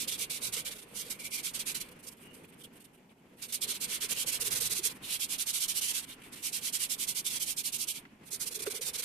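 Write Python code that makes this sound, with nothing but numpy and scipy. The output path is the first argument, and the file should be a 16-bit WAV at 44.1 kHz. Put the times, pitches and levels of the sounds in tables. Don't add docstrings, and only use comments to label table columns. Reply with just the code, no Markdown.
import sys
import numpy as np
from scipy import signal
from scipy.fft import rfft, irfft, next_fast_len
from scipy.io import wavfile
from scipy.ndimage import uniform_filter1d

SR = 44100
rng = np.random.default_rng(int(sys.argv[2]) if len(sys.argv) > 2 else 0)


def elevation(decibels):
    levels = np.asarray(decibels, float)
    return 10 ** (levels / 20)


def wrap_up_sound(samples):
    columns = np.atleast_2d(samples).T
    tamed = np.clip(columns, -1, 1)
    steps = np.round(tamed * 32767).astype(np.int16)
    wavfile.write(sys.argv[1], SR, steps)


N = 398663


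def sanding():
    # start_s, length_s, top_force_db, top_speed_place (0-1)
    first_bout = [(-0.013, 0.088, -36.5, 0.29), (0.069, 0.052, -33, 0.38), (0.099, 0.095, -37.5, 0.27),
                  (0.159, 0.11, -36.5, 0.62), (0.289, 0.13, -41.5, 0.49), (0.394, 0.13, -36, 0.46),
                  (0.515, 0.066, -36.5, 0.36), (0.561, 0.09, -38, 0.08), (0.64, 0.082, -40, 0.33),
                  (0.694, 0.065, -44.5, 0.44), (0.736, 0.052, -51, 0.63), (0.774, 0.056, -50.5, 0.28),
                  (0.806, 0.056, -53.5, 0.4), (0.829, 0.11, -62, 1), (0.915, 0.14, -40, 0.63),
                  (0.995, 0.12, -51, 0.73), (1.094, 0.12, -49.5, 0), (1.181, 0.078, -48, 0.27),
                  (1.223, 0.08, -42.5, 0.42), (1.288, 0.094, -37.5, 0.73), (1.35, 0.078, -40.5, 0.52),
                  (1.417, 0.119, -37, 0.38), (1.527, 0.078, -39.5, 0.38), (1.583, 0.066, -38, 0.26),
                  (1.646, 0.11, -36.5, 0.35), (1.739, 0.071, -37.5, 0.21), (1.792, 0.17, -59.5, 0.03)]
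    light_shifts = [(1.907, 0.037, -56.5, 0.35), (1.981, 0.044, -59.5, 0.45), (2.021, 0.094, -53.5, .2),
                    (2.059, 0.056, -44.5, 0.35), (2.102, 0.049, -54.5, 0.53), (1.956, .022, -68, .4),
                    (2.164, 0.052, -63, 0.17), (2.181, 0.092, -59.5, 0.54), (2.243, 0.05, -63, .4),
                    (2.3, .03, -68, .5), (2.326, 0.16, -61.5, 0.08), (2.423, 0.046, -60.5, 0.6),
                    (2.464, 0.057, -65, 0.6), (2.513, .042, -63, .68), (2.561, 0.071, -57.5, 0.84),
                    (2.625, 0.047, -52, .48), (2.722, .033, -66, .53), (2.733, 0.061, -61, .68),
                    (2.791, 0.06, -59, .33), (2.833, 0.037, -56.5, 0.55), (2.919, .056, -66.5, .6),
                    (2.962, .04, -73, .5), (3.015, .035, -85, .5), (3.153, .065, -80, .6),
                    (3.24, .045, -87, .5), (3.28, .055, -79, .2)]
    second_bout = [(3.322, 0.035, -77, .5), (3.351, 0.12, -58, 0.52), (3.442, 0.047, -50, 0.2),
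                   (3.473, 0.075, -48.5, 0.35), (3.519, 0.085, -37, 0.12), (3.6, 0.069, -34, 0.53),
                   (3.658, 0.092, -34.5, 0.57), (3.724, 0.072, -43, 0.44), (3.788, 0.088, -35, 0.59),
                   (3.853, 0.16, -37, 0.52), (3.995, 0.093, -34.5, 0.37), (4.071, 0.074, -33, 0.74),
                   (4.119, 0.14, -35.5, 0.69), (4.25, 0.074, -32.5, 0.55), (4.302, 0.1, -34.5, 0.36),
                   (4.389, 0.052, -32.5, 0.73), (4.422, 0.081, -33.5, 0.66), (4.497, 0.066, -31.5, 0.4),
                   (4.537, 0.075, -32.0, 0.38), (4.595, 0.11, -32.5, 0.14), (4.638, 0.059, -33.5, 0.38),
                   (4.682, 0.068, -33, 0.7), (4.724, 0.096, -34.5, 0.58), (4.803, 0.055, -51, 0.53),
                   (4.872, 0.073, -46, 0.52), (4.92, 0.062, -58, 0.8)]
    third_bout = [(5.005, 0.14, -47.5, 0.34), (5.062, 0.1, -37.5, 0.6), (5.108, 0.086, -35.5, 0.46),
                  (5.18, 0.1, -34, 0.47), (5.27, 0.11, -35.5, 0.58), (5.371, 0.089, -33.5, 0.43),
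                  (5.448, 0.088, -32.5, 0.52), (5.517, 0.11, -33.5, 0.37), (5.579, 0.1, -32, 0.54),
                  (5.67, 0.082, -33.5, 0.36), (5.728, 0.088, -33.5, 0.57), (5.8, 0.12, -33, 0.23),
                  (5.853, 0.084, -33, 0.65), (5.921, 0.12, -34.5, 0.33), (6.004, 0.055, -48.5, 0.74),
                  (6.052, 0.12, -49.5, 0.51), (6.17, 0.075, -67, 0.9), (6.23, 0.1, -57, 0.12),
                  (6.31, 0.054, -48.5, 0.54), (6.35, 0.12, -51.5, 0.1)]
    fourth_bout = [(6.407, 0.12, -36, 0.47), (6.509, 0.11, -34, 0.4), (6.591, 0.13, -35.5, 0.64),
                   (6.714, 0.083, -33, 0.45), (6.77, 0.12, -33.5, 0.51), (6.88, 0.091, -33.5, 0.44),
                   (6.964, 0.11, -34.5, 0.56), (7.06, 0.089, -34, 0.37), (7.134, 0.094, -34, 0.51),
                   (7.232, 0.072, -34.5, 0.6), (7.255, 0.14, -36.5, 0.83), (7.384, 0.083, -34, 0.5),
                   (7.436, 0.12, -35, 0.56), (7.555, 0.083, -34.5, 0.42), (7.624, 0.097, -34, 0.45),
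                   (7.711, 0.085, -34.5, 0.41), (7.767, 0.098, -34.5, 0.56), (7.863, 0.09, -35, 0.33),
                   (7.92, 0.1, -44, 0.45)]
    fifth_bout = [(8.236, 0.066, -52.5, 0.81), (8.295, 0.096, -37, 0.45), (8.386, 0.081, -36, 0.45),
                  (8.447, 0.058, -37.5, 0.53), (8.497, 0.052, -42.0, 0.58), (8.536, 0.058, -38, 0.3),
                  (8.583, 0.042, -41.5, 0.45), (8.613, 0.041, -37.5, 0.42), (8.647, 0.064, -42.5, 0.38),
                  (8.693, 0.052, -38.5, 0.4), (8.731, 0.074, -39, 0.39), (8.804, 0.055, -37, 0.37),
                  (8.826, 0.099, -36.5, 0.56), (8.923, 0.06, -36.5, 0.53), (8.966, 0.059, -35.5, 0.51),
                  (9.016, 0.13, -38, 0.12)]
    further_strokes = [(0.292, 0.048, -36, 0.36), (1.096, 0.052, -37.5, 0.28), (1.795, 0.045, -39.5, 0.43),
                       (3.408, 0.063, -41.5, 0.45), (3.53, 0.041, -34.5, 0.58), (4.822, 0.083, -29.5, 0.43),
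                       (4.986, 0.01, -71, 0.3), (6.217, 0.015, -58, .3), (7.258, .035, -40, .25),
                       (2.334, 0.032, -54.5, 0.5), (7.293, 0.043, -39.5, 0.53), (3.088, 0.06, -76, 0.3),
                       (8.02, 0.15, -85, 0.4), (8.186, .02, -79, .4), (8.23, 0.027, -66, 0.25),
                       (1.882, .02, -56, 0.4)]
    # pitch_hz, level_db (per Hz)
    fizz_colour = [(3000, -26.5), (4400, -3.5), (5400, -2), (7500, -3), (8600, -0.5), (10200, -1),
                   (13900, -6.5), (16000, -7.5)]
    airy_colour = [(3300, -30), (4200, -11), (7600, -10), (8100, -1), (9000, 0), (12000, -4), (16000, -8)]
    wall_colour = [(1700, -35.5), (2100, -11.5), (2500, -3.5), (2800, -0.5), (3300, 1), (4400, -3),
                   (6500, -35)]
    # pitch_hz, width_hz, level_db
    wall_modes = [(2800, 260, -17), (3350, 320, -18), (3900, 320, -18)]
    rim_modes = [(2200, 310, 2.5), (2326, 110, 3.5)]
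    belly_modes = [(1170, 620, -2.5), (1480, 190, 3.5), (2030, 860, 15)]
    rim_colour = [(1900, -13.0), (2100, 1.5), (2400, 4), (2650, -12)]
    belly_colour = [(700, -64), (950, 3.0), (2000, 4.5), (2400, -1)]

    wall_db, rim_db, belly_db, shoulder_db = places()
    rows = [*first_bout, *light_shifts, *second_bout, *third_bout, *fourth_bout, *fifth_bout, *further_strokes]
    fizz, wall = strokes(rows, wall_db)
    bite = np.clip((20 * np.log10(fizz + 1e-9) + 62) / 16, 0, 1)

    grains = patchy(grit(per_s=40000, spread_db=0.5, clump_db=1.0))
    drive = patchy(evened(grit(per_s=16000, spread_db=0.5, clump_db=0.3)))
    scratch = bite * heard(grains, fizz_colour) + (1 - bite) * heard(grains, airy_colour)
    hiss = elevation(0.49) * fizz * scratch

    body = heard(drive + ring(drive, wall_modes, 0.039, waver_db=2.0), wall_colour)
    body = body + (elevation(shoulder_db) - 1) * resonate(body, 2950, 1500)
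    body = body - 0.65 * (1 - bite) * resonate(body, 3950, 1700)
    rim = heard(ring(drive, rim_modes, 0.0035, waver_db=-2.0), rim_colour)
    belly = heard(ring(drive, belly_modes, 0.016, waver_db=2.5), belly_colour)
    pot = elevation(0.96) * body + elevation(rim_db - 11.5) * rim + elevation(belly_db - 6.0) * belly
    rub = hiss + wall * pot

    shade_hz = 3113 * (1 + 0.13 * drift(per_s=7))
    return rub - 0.56 * resonate(rub, shade_hz, 150)


def strokes(rows, place_db):
    stick = 0.12
    rise_arch, fall_arch = 1.65, 3.07
    plateau = 0.86
    firm_db, wall_per_db = -34, -0.45
    t, fizz, wall = np.arange(N) / SR, np.zeros(N), np.zeros(N)
    for s, length, force_db, top in rows:
        span = slice(max(round(s * SR), 0), round((s + length) * SR))
        done = np.clip((t[span] - s) / length, 0, 1)
        top = np.clip(top, .05, .95)
        rise = np.maximum(done / top - stick, 0) / (1 - stick)
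        fall = (1 - done) / (1 - top)
        arch = np.sin(np.pi / 2 * np.minimum(rise, fall))
        speed = arch ** np.where(done < top, rise_arch, fall_arch)
        speed = np.tanh(plateau * speed) / np.tanh(plateau)
        fizz[span] += (elevation(force_db) * speed) ** 2
        wall[span] += (elevation(force_db + wall_per_db * (force_db - firm_db)) * speed) ** 2
    fizz = fizz + 0.041 * lingering(fizz, 0.01)
    wall = 0.75 * wall + 0.29 * lingering(wall, 0.011)
    return np.sqrt(fizz), elevation(place_db) * np.sqrt(wall)


def lingering(power, decay_s):
    keep = np.exp(-1 / (decay_s * SR))
    return signal.lfilter([1 - keep], [1, -keep], power)


def places():
    # from_s, wall_over_fizz_db, rim_over_wall_db, belly_over_wall_db, shoulder_db
    parts = [(0, -8, -9, -8.5, 0.5), (.17, -6, 0, -15, -1.5), (.29, -5.5, -5, -16, -3.5),
             (.45, -6.5, -6, -6, -6.5), (.52, -5, -2.5, -10, -2.5), (.74, -14, -2, -2, 2),
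             (.93, -11, -2, -5, 1), (1.08, -9, 2, -10, -5), (1.18, -9, 9, -10, -1.5),
             (1.42, -7.5, -5, -9.5, -2.5), (1.64, -7, -1.5, -10, -2.5), (1.9, -19, 2, -1, 3.5),
             (2.4, -18, -1, -1.5, 4), (3.3, -11, -6, -5.5, -1), (3.48, -9, -8, -11, -3.5),
             (3.6, -4, -10, -13, -5), (3.86, -6.5, -2, -4.5, -1), (4.12, -6.5, -6, -7.5, -1.5),
             (4.4, -8, -12, -5, -3), (4.68, -6, -14, -8.5, -5.5), (4.82, -7.5, -10.5, -10, -8.5),
             (4.5, -6, -14, -7, -4.5), (4.93, -16, -4, -5, -6), (5.0, -6.5, -11, -12.5, -1),
             (5.4, -6.5, -9, -9.5, -2.5), (5.7, -7, -18, -9.5, -1), (6.0, -11, -4, -1, 1),
             (6.16, -12.5, -2, 2, 0.5), (6.4, -9.5, -7, -9.5, 0.5), (6.9, -9, -4.5, -12, -0.5),
             (7.4, -9, -7, -18, -1), (7.7, -9, -15, -27, -0.5), (7.86, -10, -12, -27, 1.5),
             (7.93, -8.5, -1, -18, -2.5), (8.15, -10, -21, -12, -6), (8.39, -8.5, -13, -9.5, -5.5),
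             (8.6, -8, -2, -6.5, -5.5), (8.8, -6.5, -14, -7, -7.5), (8.92, -6, -8, -6.5, -6.5)]
    turn_s = 0.06
    s, *columns = np.transpose(parts)
    row = np.clip(np.searchsorted(s, np.arange(N) / SR, "right") - 1, 0, None)
    return [uniform_filter1d(c[row], round(turn_s * SR)) for c in columns]


def grit(per_s, spread_db, clump_db):
    uneven_db = spread_db * np.minimum(rng.exponential(1, N), 4)
    size = elevation(uneven_db + clump_db * drift(per_s=150))
    return size * (rng.random(N) < per_s / SR) * rng.standard_normal((2, N))


def patchy(x):
    patch_db, patch_hz, patch_s = 1.6, 260, .035
    z = signal.stft(x, nperseg=512, noverlap=384)[2]
    field = rng.standard_normal(z.shape[1:])
    field = uniform_filter1d(field, round(patch_hz * 512 / SR), 0)
    field = evened(uniform_filter1d(field, round(patch_s * SR / 128), 1))
    return signal.istft(z * elevation(patch_db * field + 6.5), nperseg=512, noverlap=384)[1][:, :N]


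def ring(drive, modes, shift, waver_db):
    total = 0
    for hz, width, db in modes:
        level = elevation(db + waver_db * drift(per_s=12))
        total = total + level * evened(resonate(drive, hz * (1 + shift * drift(per_s=8)), width))
    return total


def knocks():
    # start_s, peak_db, air_pitch_hz, left_minus_right_db
    finger_knocks = [(0.077, -47, 490, 1), (0.679, -49, 510, 0.0), (1.065, -45.5, 476, -1),
                     (2.07, -52, 490, -2), (2.221, -55, 356, -4), (2.37, -53, 463, 0),
                     (2.977, -55, 375, -2), (3.688, -46, 387, 0.5), (4.122, -47, 464, -6.5),
                     (4.422, -41.5, 470, 0.5), (4.467, -49, 396, -4), (4.482, -44, 405, -7),
                     (4.495, -46, 423, -4), (4.551, -50, 528, 0), (4.564, -46, 479, -1),
                     (4.805, -48, 402, -3), (4.72, -45, 456, 0), (4.616, -41.5, 455, 0),
                     (4.695, -48, 373, 0.0), (4.793, -40, 360, -8), (4.857, -43.5, 440, -1.0),
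                     (8.332, -50, 417, -1.5), (8.577, -47, 426, -10), (8.603, -41, 424, 2),
                     (8.507, -50, 484, -3), (8.55, -51, 466, -3), (8.637, -50, 443, -9),
                     (8.665, -37.5, 542, 3), (8.675, -26.5, 418, -7), (8.812, -44.5, 506, -2),
                     (8.887, -52, 460, -3), (8.749, -42.5, 422, -8), (8.794, -42, 448, -2.5),
                     (8.995, -46, 477, -0.5), (8.065, -49, 270, 0), (8.212, -49, 200, 0)]
    out, t = np.zeros((2, N)), np.arange(4000) / SR
    swell = (t / 0.0055) ** 2 * np.exp(2 - 2 * t / 0.0072)
    for s, db, hz, pan_db in finger_knocks:
        sides_db = np.array([[pan_db / 2], [-pan_db / 2]])
        add(out, s - .004, elevation(db - 7.0 + sides_db) * np.sin(2 * np.pi * hz * t) * swell)
    return out


def ticks():
    # start_s, peak_db, pitch_hz
    paper_ticks = [
        (2.226, -69, 2400),
        (2.525, -57, 2420),
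        (2.855, -64, 3420),
        (2.443, -50.5, 2400),
        (3.094, -62, 3400),
        (6.217, -53, 2300),
        (8.052, -47, 1700),
        (8.666, -36, 985),
        (8.667, -41, 2580),
    ]
    out, t = np.zeros((2, N)), np.arange(4000) / SR
    for s, db, hz in paper_ticks:
        add(out, s, elevation(db) * whistle(len(t), hz, 1200) * np.exp(-t / 0.0066))
    return out


def squeaks():
    # start_s, length_s, pitch_hz, width_hz, level_db
    glove_squeaks = [
        (2.22, 0.14, 2860, 170, -61),
        (2.606, 0.024, 3290, 500, -56),
        (2.636, 0.026, 3260, 600, -52),
    ]
    out = np.zeros((2, N))
    for s, length, hz, width_hz, db in glove_squeaks:
        sound = whistle(round(length * SR), hz, width_hz)
        add(out, s, elevation(db) * sound * signal.windows.tukey(sound.shape[1], .4))
    return out


def whistle(count, hz, width):
    return evened(resonate(resonate(hush(count), hz, width), hz, width))


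def pot_air():
    nudges = grit(per_s=900, spread_db=3.5, clump_db=0.2)
    pitch_hz = 460 * (1 + 0.064 * drift(per_s=11.0))
    return heard(resonate(nudges, pitch_hz, 99), [(200, -23), (350, 2.5), (550, -0.5), (800, 0)])


def background():
    # start_s, handling_db, fingers_on_pot_db, table_hum_db
    levels = [(0.0, -64, -64.5, -54.5), (0.45, -62, -63, -59), (0.78, -67, -65, -59.5),
              (1.79, -63.5, -69.5, -57.5), (2.04, -69, -67, -61), (2.5, -69.5, -68, -57),
              (3.1, -76.5, -78, -64.5), (3.4, -72.5, -73, -60), (3.75, -65.5, -64, -57),
              (4.66, -59.5, -63.5, -60), (4.96, -63.5, -73, -56.5), (5.46, -65, -78, -61),
              (6.42, -66.5, -69, -59), (7.83, -65.5, -72.5, -60), (8.08, -70.5, -79, -60),
              (8.28, -69.5, -74, -60), (8.66, -63, -58, -61), (9.04, -65, -68, -62)]
    # pitch_hz, level_db (per Hz)
    hum_colour = [(12, -44), (20, -38), (49, -25), (145, -8), (252, -4), (331, -11.5), (400, -11),
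                  (560, -59)]
    rustle_colour = [(400, 0), (780, -3.5), (980, 0), (1250, -2.5), (2500, -1.5), (3150, -7), (3700, -13.5),
                     (15000, -29)]
    creak_colour = [(30, -30), (60, -4), (110, 0), (170, 2), (260, -30)]
    room_colour = [(450, -15), (650, 2.5), (1000, 0), (1200, -19)]
    rustle_db, air_db, hum_db = curves(levels)
    jostle_db = drift(per_s=40)
    hum = elevation(hum_db - 0.5 + jostle_db) * heard(hush(N), hum_colour)
    air = elevation(air_db + 3.5 + jostle_db) * pot_air()
    rustle = elevation(rustle_db + 5.5 + 1.98 * jostle_db) * heard(hush(N), rustle_colour)
    creak_db = 2.6 * (rustle_db + 62) - 65.0 + 1.5 * jostle_db
    creak = elevation(creak_db) * heard(hush(N), creak_colour)
    room = elevation(-73 + jostle_db) * heard(hush(N), room_colour)
    return hum + air + rustle + creak + room


def heard(pair, spectrum):
    # pitch_hz, left_minus_right_db
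    facing = [(60, 0.5), (130, -1), (290, 0.0), (640, 0.5), (1400, -1), (3090, 2.5), (7500, -10.5),
              (15000, -8.5)]
    # pitch_hz, likeness (0-1)
    likeness = [(60, 0.92), (130, 0.96), (290, 0.93), (640, 0.42), (1400, 0.061), (3090, 0.29),
                (6800, 0.011), (15000, 0.02)]
    size = next_fast_len(N)
    hz = np.fft.rfftfreq(size, 1 / SR)
    left, other = rfft(pair, size)
    same = np.clip(read(likeness, hz), 0, 1)
    tilt = elevation(read(facing, hz) / 2)
    right = same * left + np.sqrt(1 - same ** 2) * other
    both = np.array([left * tilt, right / tilt])
    out = irfft(both * elevation(read(spectrum, hz)), size)[:, :N]
    return out / np.sqrt(np.mean(out.mean(0) ** 2))


def resonate(x, hz, width):
    turn = np.exp(2j * np.pi * np.cumsum(hz * np.ones(x.shape[-1])) / SR)
    r = np.exp(-np.pi * width / SR)
    return 2 * (turn * signal.lfilter([1 - r], [1, -r], x / turn)).real


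def hush(count):
    return rng.standard_normal((2, count))


def drift(per_s):
    knots = rng.standard_normal(int(N / SR * per_s) + 2)
    return evened(np.interp(np.linspace(0, len(knots) - 1, N), np.arange(len(knots)), knots))


def evened(x):
    return x / np.sqrt(np.mean(x ** 2) + 1e-20)


def read(points, hz):
    f, value = np.transpose(points)
    return np.interp(np.log(hz + 1), np.log(f + 1), value)


def curves(rows):
    s, *columns = np.transpose(rows)
    return [np.interp(np.arange(N) / SR, s, c) for c in columns]


def add(mix, s, sound):
    part = mix[..., round(s * SR):][..., :sound.shape[-1]]
    part += sound[..., :part.shape[-1]]


def scene():
    return sanding() + background() + knocks() + ticks() + squeaks()


def thinned(x):
    # start_s, length_s, pitch_hz
    holes = [(0.403, 0.11, 1809), (0.97, 0.044, 2584), (1.109, 0.042, 2580), (1.185, 0.044, 2620),
             (1.316, 0.051, 1752), (1.755, 0.04, 3480), (1.805, 0.056, 3761), (2.058, 0.046, 3100),
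             (2.173, 0.04, 6345), (2.197, 0.088, 4393), (2.23, 0.097, 4996), (2.393, 0.064, 5053),
             (2.476, 0.066, 4967), (2.565, 0.055, 4364), (2.791, 0.049, 3991), (2.935, 0.037, 4565),
             (2.95, 0.051, 5398), (3.275, 0.04, 5283), (3.305, 0.04, 4537), (3.46, 0.06, 3245),
             (4.113, 0.042, 1723), (4.714, 0.04, 3015), (4.938, 0.04, 4480), (5.145, 0.04, 3589),
             (5.23, 0.043, 2986), (5.473, 0.053, 4700), (5.93, 0.044, 4364), (7.089, 0.04, 1838),
             (7.165, 0.055, 2785), (7.74, 0.049, 4651), (8.324, 0.038, 3216), (8.329, 0.073, 2756),
             (8.395, 0.051, 2670), (8.499, 0.041, 3101), (8.514, 0.046, 3750), (8.608, 0.042, 3187),
             (8.739, 0.044, 2613), (8.808, 0.045, 3446), (8.867, 0.049, 3360), (8.972, 0.046, 3675),
             (8.976, 0.042, 5000), (2.81, 0.03, 6000), (8.05, 0.04, 5000), (7.887, 0.04, 1950),
             (7.887, 0.037, 1420), (0.53, 0.13, 1700), (1.15, 0.04, 4550), (8.535, 0.04, 2950),
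             (2.44, 0.03, 3650)]
    hole_hz, hole_db = 180, -21
    hz, t, z = signal.stft(x, SR, nperseg=1024, noverlap=768)
    power = uniform_filter1d((abs(z) ** 2).sum(0), size=5, axis=1) + 1e-20
    near = uniform_filter1d(power, size=3, axis=0)
    around = uniform_filter1d(power, size=25, axis=0)
    dip_db = 10 * np.log10(near / around)
    cut_db = 0.46 * np.minimum(dip_db + 3, 0) * (hz[:, None] > 700)
    for s, length, mid_hz in holes:
        band = np.exp(-((hz - mid_hz) / hole_hz * 2) ** 4)
        moment = abs(t - s - length / 2) < length / 2
        cut_db = cut_db + hole_db * np.outer(band, moment)
    return signal.istft(z * elevation(cut_db), SR, nperseg=1024, noverlap=768)[1][:, :N]


def low_pass(x):
    return signal.sosfilt(signal.butter(12, 15550, fs=SR, output="sos"), x)


def record(dry):
    edge = signal.firwin(901, 14310, window=("kaiser", 10), fs=SR)
    finished = signal.oaconvolve(thinned(dry), edge[None], "same")
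    return low_pass(finished)


dry = scene()
out = record(dry)
wrap_up_sound(out)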